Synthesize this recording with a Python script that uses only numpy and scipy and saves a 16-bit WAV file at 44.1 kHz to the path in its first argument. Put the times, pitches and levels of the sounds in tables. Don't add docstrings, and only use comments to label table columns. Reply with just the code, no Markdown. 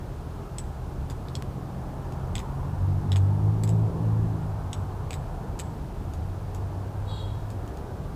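import sys
import numpy as np
from scipy import signal
from scipy.fft import rfft, irfft
from scipy.io import wavfile
from scipy.ndimage import uniform_filter1d, map_coordinates

SR = 44100
rng = np.random.default_rng(int(sys.argv[2]) if len(sys.argv) > 2 else 0)


def master(y):
    cut = np.clip(np.atleast_2d(y).T, -1, 1)
    pcm = np.round(cut * 32767)
    wavfile.write(sys.argv[1], SR, pcm.astype(np.int16))


N = 359415
TIME = np.arange(N) / SR

# frequency_hz, gain_db
STREET_EQ = [(15, -46), (25, 3), (55, -4.5), (82, 1.5), (107, -4.5), (140, -6.5), (204, -13), (221, -16.5),
             (421, -16.5), (495, -21), (826, -20), (1340, -30), (1660, -34.5), (1950, -41), (15500, -55)]
# peak_s, roar_boost_db, tyre_boost_db
TRAFFIC_SWELLS = [(1.7, 3.5, 1), (2.45, 1, 4.5), (3.2, 1, 2), (3.9, 9, 0.5), (4.75, 0, 5), (5.5, 4, 1.5),
                  (6.9, 1.5, 2.3), (7.8, 3.5, 1)]
# start_s, clack_db, clack_centre_hz, ring_db
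KNIFE_HITS = [(0.5841, -40, 3470, -33.5), (1.0996, -44, 4300, -51), (1.106, -62, 3630, -48),
              (1.2848, -45.5, 3700, -71.5), (1.353, -34.5, 3750, -40), (2.123, -54, 2990, -57),
              (2.3542, -32, 3340, -36.5), (2.3637, -42, 2500, -56), (2.3807, -36.5, 3240, -49),
              (2.3915, -46, 2900, -45.5), (2.4005, -44, 2450, -63), (3.1188, -30.5, 3630, -42),
              (3.128, -43, 2500, -54), (3.1597, -36, 3200, -46), (3.1664, -42, 2700, -41.5),
              (3.636, -44, 3970, -36.5), (3.676, -52, 3903, -47), (3.6918, -55, 3770, -41),
              (4.7308, -35, 3846, -37.5), (5.107, -36.5, 3100, -40.5), (5.1306, -39.5, 2835, -45),
              (5.14, -45, 2920, -42), (5.591, -48, 4990, -40.5), (5.5967, -40, 2900, -37),
              (5.601, -50, 5000, -38), (6.136, -57, 3184, -51.5), (6.547, -54, 4340, -47),
              (7.503, -54, 3920, -51.5), (7.6773, -61, 3220, -57), (7.7717, -56, 4400, -58)]
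# frequency_hz, gain_db
TICK_EQ = [(500, -23), (1300, 4), (3000, 8), (6000, 3.5), (9300, 3), (11000, 0.5), (13000, -6), (14500, 4),
           (15500, -22)]
# pitch_hz, gain_db, t60_s
HANDLE_MODES = [(1915, 8.5, 0.0059), (2434, -1, 0.021), (3470, -1.5, 0.01), (3570, 3, 0.012),
                (4520, -10, 0.014), (5090, 6.5, 0.017)]
# pitch_hz, gain_db, t60_s
STEEL_MODES = [(6560, 1, 0.02), (7020, -3, 0.0096), (7700, -9, 0.018), (7910, -4.5, 0.028),
               (7620, -10, 0.012), (8270, -13, 0.016)]
# start_s, peak_db
DRY_SNAPS = [(1.4238, -21)]
# time_s, firing_rate_hz
BIKE_REVS = [(2.4, 44), (2.75, 46.7), (3.23, 48.5), (3.6, 53.8), (3.94, 55.0), (4.31, 54.2), (4.8, 48.0)]
# time_s, level_db
BOOM_FADER = [(2.55, -72), (2.81, -25), (3.2, -19.5), (3.72, -21.5), (4.22, -24), (4.45, -37), (4.9, -33),
              (5.3, -77)]
# centre_s, depth_db
EXHAUST_DIPS = [(3.02, 14.5), (3.37, 6.5), (3.59, 6.5), (3.95, 18)]
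# harmonic_number, gain_db
RASP_HARMONICS = [(3, 2), (4, -8), (5, -13.5), (6, -14), (7, -21), (8, -27.5), (9, -20.5)]
# harmonic_number, gain_db
HORN_HARMONICS = [(6, -14), (7, 0), (8, -1.5), (9, -7.5), (10, -16), (16, -14), (17, -19)]


def amp(db):
    return 10 ** (np.asarray(db) / 20)


def unit(x):
    return x / np.sqrt(np.mean(x ** 2) + 1e-20)


def automation(rows):
    return np.interp(TIME, *np.transpose(rows))


def equalise(x, curve):
    hz, db = np.transpose(curve)
    f = np.fft.rfftfreq(len(x), 1 / SR)
    return irfft(rfft(x) * amp(np.interp(np.log(f + 1), np.log(hz + 1), db)), len(x))


def wander(per_s):
    knots = rng.standard_normal(4000)
    return unit(map_coordinates(knots, [TIME * per_s], order=3, mode="wrap"))


def envelope(start_s, length_s, attack_s, release_s):
    t = TIME - start_s
    return np.clip(np.minimum(t / attack_s, (length_s - t) / release_s), 0, 1)


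def bumps(rows, t, width_s):
    return sum(height * np.exp(-.5 * ((t - s) / width_s) ** 2) for s, height in rows)


def decay(t, t60):
    return np.exp(-np.log(1000) * t / t60)


def at_level(sound, db):
    return amp(db) * sound / np.sqrt(np.mean(sound[:132] ** 2))


def add(mix, start_s, sound):
    part = mix[max(round(start_s * SR), 0):][:len(sound)]
    part += sound[:len(part)]


def street(bed_db=-33, roar_hz=370, tyre_hz=1000, swell_s=.3, flicker_db=1.24):
    bed = amp(bed_db) * unit(equalise(rng.standard_normal(N), STREET_EQ))
    hz, frame_s, spectrum = signal.stft(bed, SR, nperseg=2048)
    roar_db = -2.5 + bumps([(s, db) for s, db, _ in TRAFFIC_SWELLS], frame_s, swell_s)
    tyre_db = -1.35 + bumps([(s, db) for s, _, db in TRAFFIC_SWELLS], frame_s, swell_s)
    patches = uniform_filter1d(rng.standard_normal(spectrum.shape), 6, axis=0)
    patches = unit(uniform_filter1d(patches, 14, axis=1))
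    gain_db = flicker_db * patches * (hz < 2000)[:, None]
    for centre_hz, octaves, swell_db in ((roar_hz, .7, roar_db), (tyre_hz, .55, tyre_db)):
        band = np.exp(-.5 * (np.log2((hz + 1) / centre_hz) / octaves) ** 2)
        gain_db += band[:, None] * swell_db
    return signal.istft(spectrum * amp(gain_db), SR, nperseg=2048)[1][:N]


def rumble(db=-44):
    sub_eq = [(20, -46), (34, -15), (41, 15), (48, -32), (80, -59), (300, -120)]
    return amp(db) * unit(equalise(rng.standard_normal(N), sub_eq))


def struck(modes, centre_hz, reach_hz, t, rise_s, detune):
    hz, db, t60 = np.transpose(modes)[:, :, None]
    weight = amp(db + rng.normal(0, 0.44, hz.shape)) / (1 + ((hz - centre_hz) / reach_hz) ** 2)
    cycles = hz * (1 + detune * rng.standard_normal(hz.shape)) * t + rng.random(hz.shape)
    partials = weight * np.sin(2 * np.pi * cycles) * decay(t, t60)
    return partials.sum(0) * (1 - np.exp(-t / rise_s))


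def chatter(centre_hz, width_hz, t, decay_s):
    f = np.fft.rfftfreq(len(t), 1 / SR)
    band = (1 + ((f - centre_hz) / width_hz) ** 2) ** -.8
    noise = irfft(rfft(rng.standard_normal(len(t))) * band, len(t))
    return noise * np.exp(-t / decay_s) * (1 - np.exp(-t / 0.00028))


def blend(ring, rattle, rattle_share):
    return np.sqrt(1 - rattle_share) * at_level(ring, 0) + np.sqrt(rattle_share) * at_level(rattle, 0)


def afterring(t, gain_db=-25, hz=7790, spread_hz=150, t60=0.42, count=9):
    cycles = rng.normal(hz, spread_hz, (count, 1)) * t + rng.random((count, 1))
    return amp(gain_db) * unit(np.sin(2 * np.pi * cycles).sum(0)) * decay(t, t60)


def with_echoes(sound, near_db, far_db=-20, slap_db=-16, paving_s=.0098, spread_s=0.0086):
    t = TIME[:len(sound)]
    near, far = rng.standard_normal((2, len(t))) * (rng.random((2, len(t))) < .15)
    near *= np.exp(-.5 * ((t - paving_s) / spread_s) ** 2) * (t > .003)
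    far *= decay(t, t60=0.39) * (t > .004)
    taps = (t == 0) + amp(near_db) * near / np.linalg.norm(near)
    taps += amp(far_db) * far / np.linalg.norm(far)
    slap_s = paving_s + rng.uniform(-.0008, .0008)
    taps[round(slap_s * SR)] += amp(slap_db)
    return signal.fftconvolve(sound, taps)[:len(t)]


def knife(usual_ring_db=-42, knock_gain_db=-11, scrape_s=0.0027):
    out, t = np.zeros(N), TIME[:8192]
    for start_s, clack_db, clack_hz, ring_db in KNIFE_HITS:
        firmness_db = ring_db - usual_ring_db
        ring_hz = 7450 + 24 * firmness_db + rng.normal(0, 100)
        tick_db = -46 + 0.4 * firmness_db
        tick = equalise(rng.standard_normal(len(t)), TICK_EQ)
        tick *= np.exp(-t / scrape_s) * (1 - np.exp(-t / 0.00013))
        handles = struck(HANDLE_MODES, clack_hz, 1000, t, rise_s=0.00026, detune=0.037)
        handles = blend(handles, chatter(clack_hz, 760, t, decay_s=0.00096), rattle_share=0.51)
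        steel = struck(STEEL_MODES, ring_hz, 450, t, rise_s=0.00016, detune=0.0066)
        steel = blend(steel, chatter(ring_hz, 360, t, decay_s=0.0016), rattle_share=0.18)
        steel = amp(ring_db) * (at_level(steel, 0) + afterring(t))
        knock = chatter(2000, 430, t, decay_s=0.0015)
        body = at_level(handles, clack_db) + at_level(knock, clack_db + knock_gain_db) + steel
        add(out, start_s, with_echoes(body, near_db=-8.5))
        add(out, start_s, with_echoes(at_level(tick, tick_db), near_db=-3.5))
    return out


def snap(decay_s=0.00023):
    out = np.zeros(N)
    for start_s, peak_db in DRY_SNAPS:
        add(out, start_s, amp(peak_db) * np.exp(-TIME[:128] / decay_s))
    return out


def motorbike(nearest_s=3.94, approach_s=1, leave_s=.33, rasp_db=-30.5, puff_gain_db=-17):
    firing_hz = automation(BIKE_REVS) * (1 + 0.0116 * wander(35))
    phase = 2 * np.pi * np.cumsum(firing_hz) / SR
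    boom_db = automation(BOOM_FADER) - bumps(EXHAUST_DIPS, TIME, width_s=0.043)
    boom = amp(boom_db) * unit(np.sin(2 * phase))
    buzz = np.zeros(N)
    for harmonic, db in RASP_HARMONICS:
        flutter_db = 2.5 * wander(9)
        buzz += amp(db + flutter_db) * np.sin(round(harmonic) * phase + rng.uniform(0, 2 * np.pi))
    buzz *= 1 + 0.31 * wander(60)
    puff_eq = [(200, -3), (600, -13), (780, 1.0), (1050, -4.5), (2500, -48)]
    puffs = equalise(rng.standard_normal(N) * (1 + np.cos(phase)), puff_eq)
    rasp = unit(buzz) + amp(puff_gain_db) * unit(puffs)
    past_s = TIME - nearest_s
    distance = np.hypot(1, past_s / np.where(past_s < 0, approach_s, leave_s))
    return boom + amp(rasp_db) * rasp / distance


def far_engine(start_s=5.9, start_hz=91, rise_hz_per_s=8.5, db=-34.5, flutter_db=2, waver=0.013):
    hz = start_hz + rise_hz_per_s * (TIME - start_s)
    phase = 2 * np.pi * np.cumsum(hz * (1 + waver * wander(30))) / SR
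    swell = envelope(start_s, length_s=1.72, attack_s=0.32, release_s=0.167)
    return amp(db + flutter_db * wander(14)) * swell * unit(np.sin(phase))


def horn(start_s=7.06, start_hz=479, sag_hz_per_s=40, gain_db=-46, direct_gain=0.37, air_hz=9000):
    hz = start_hz - sag_hz_per_s * (TIME - start_s)
    phase = 2 * np.pi * np.cumsum(hz * (1 + 0.013 * wander(150))) / SR
    gate = amp(gain_db) * envelope(start_s, length_s=0.15, attack_s=.022, release_s=0.037)
    out = np.zeros(N)
    for harmonic, db in HORN_HARMONICS:
        partial = amp(db) * gate * np.sin(round(harmonic) * phase)
        t60 = 0.97 / (1 + (harmonic * start_hz / air_hz) ** 2)
        tail = rng.standard_normal(SR) * decay(TIME[:SR], t60)
        echo = signal.oaconvolve(partial, tail)[:N]
        out += direct_gain * partial + echo * np.linalg.norm(partial) / np.linalg.norm(echo)
    return out


def scene():
    return (knife() + snap() + street() + rumble() + motorbike() + far_engine() + horn())[None]


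def record(dry, low_cut_hz=35, high_cut_hz=15500):
    f = np.fft.rfftfreq(N, 1 / SR)
    trimmed = irfft(rfft(dry) * f ** 3 / np.sqrt(f ** 6 + low_cut_hz ** 6), N)
    high_cut = signal.firwin(401, high_cut_hz, window=("kaiser", 9), fs=SR)
    return signal.oaconvolve(trimmed, high_cut[None], "same")


dry = scene()
out = record(dry)
master(out)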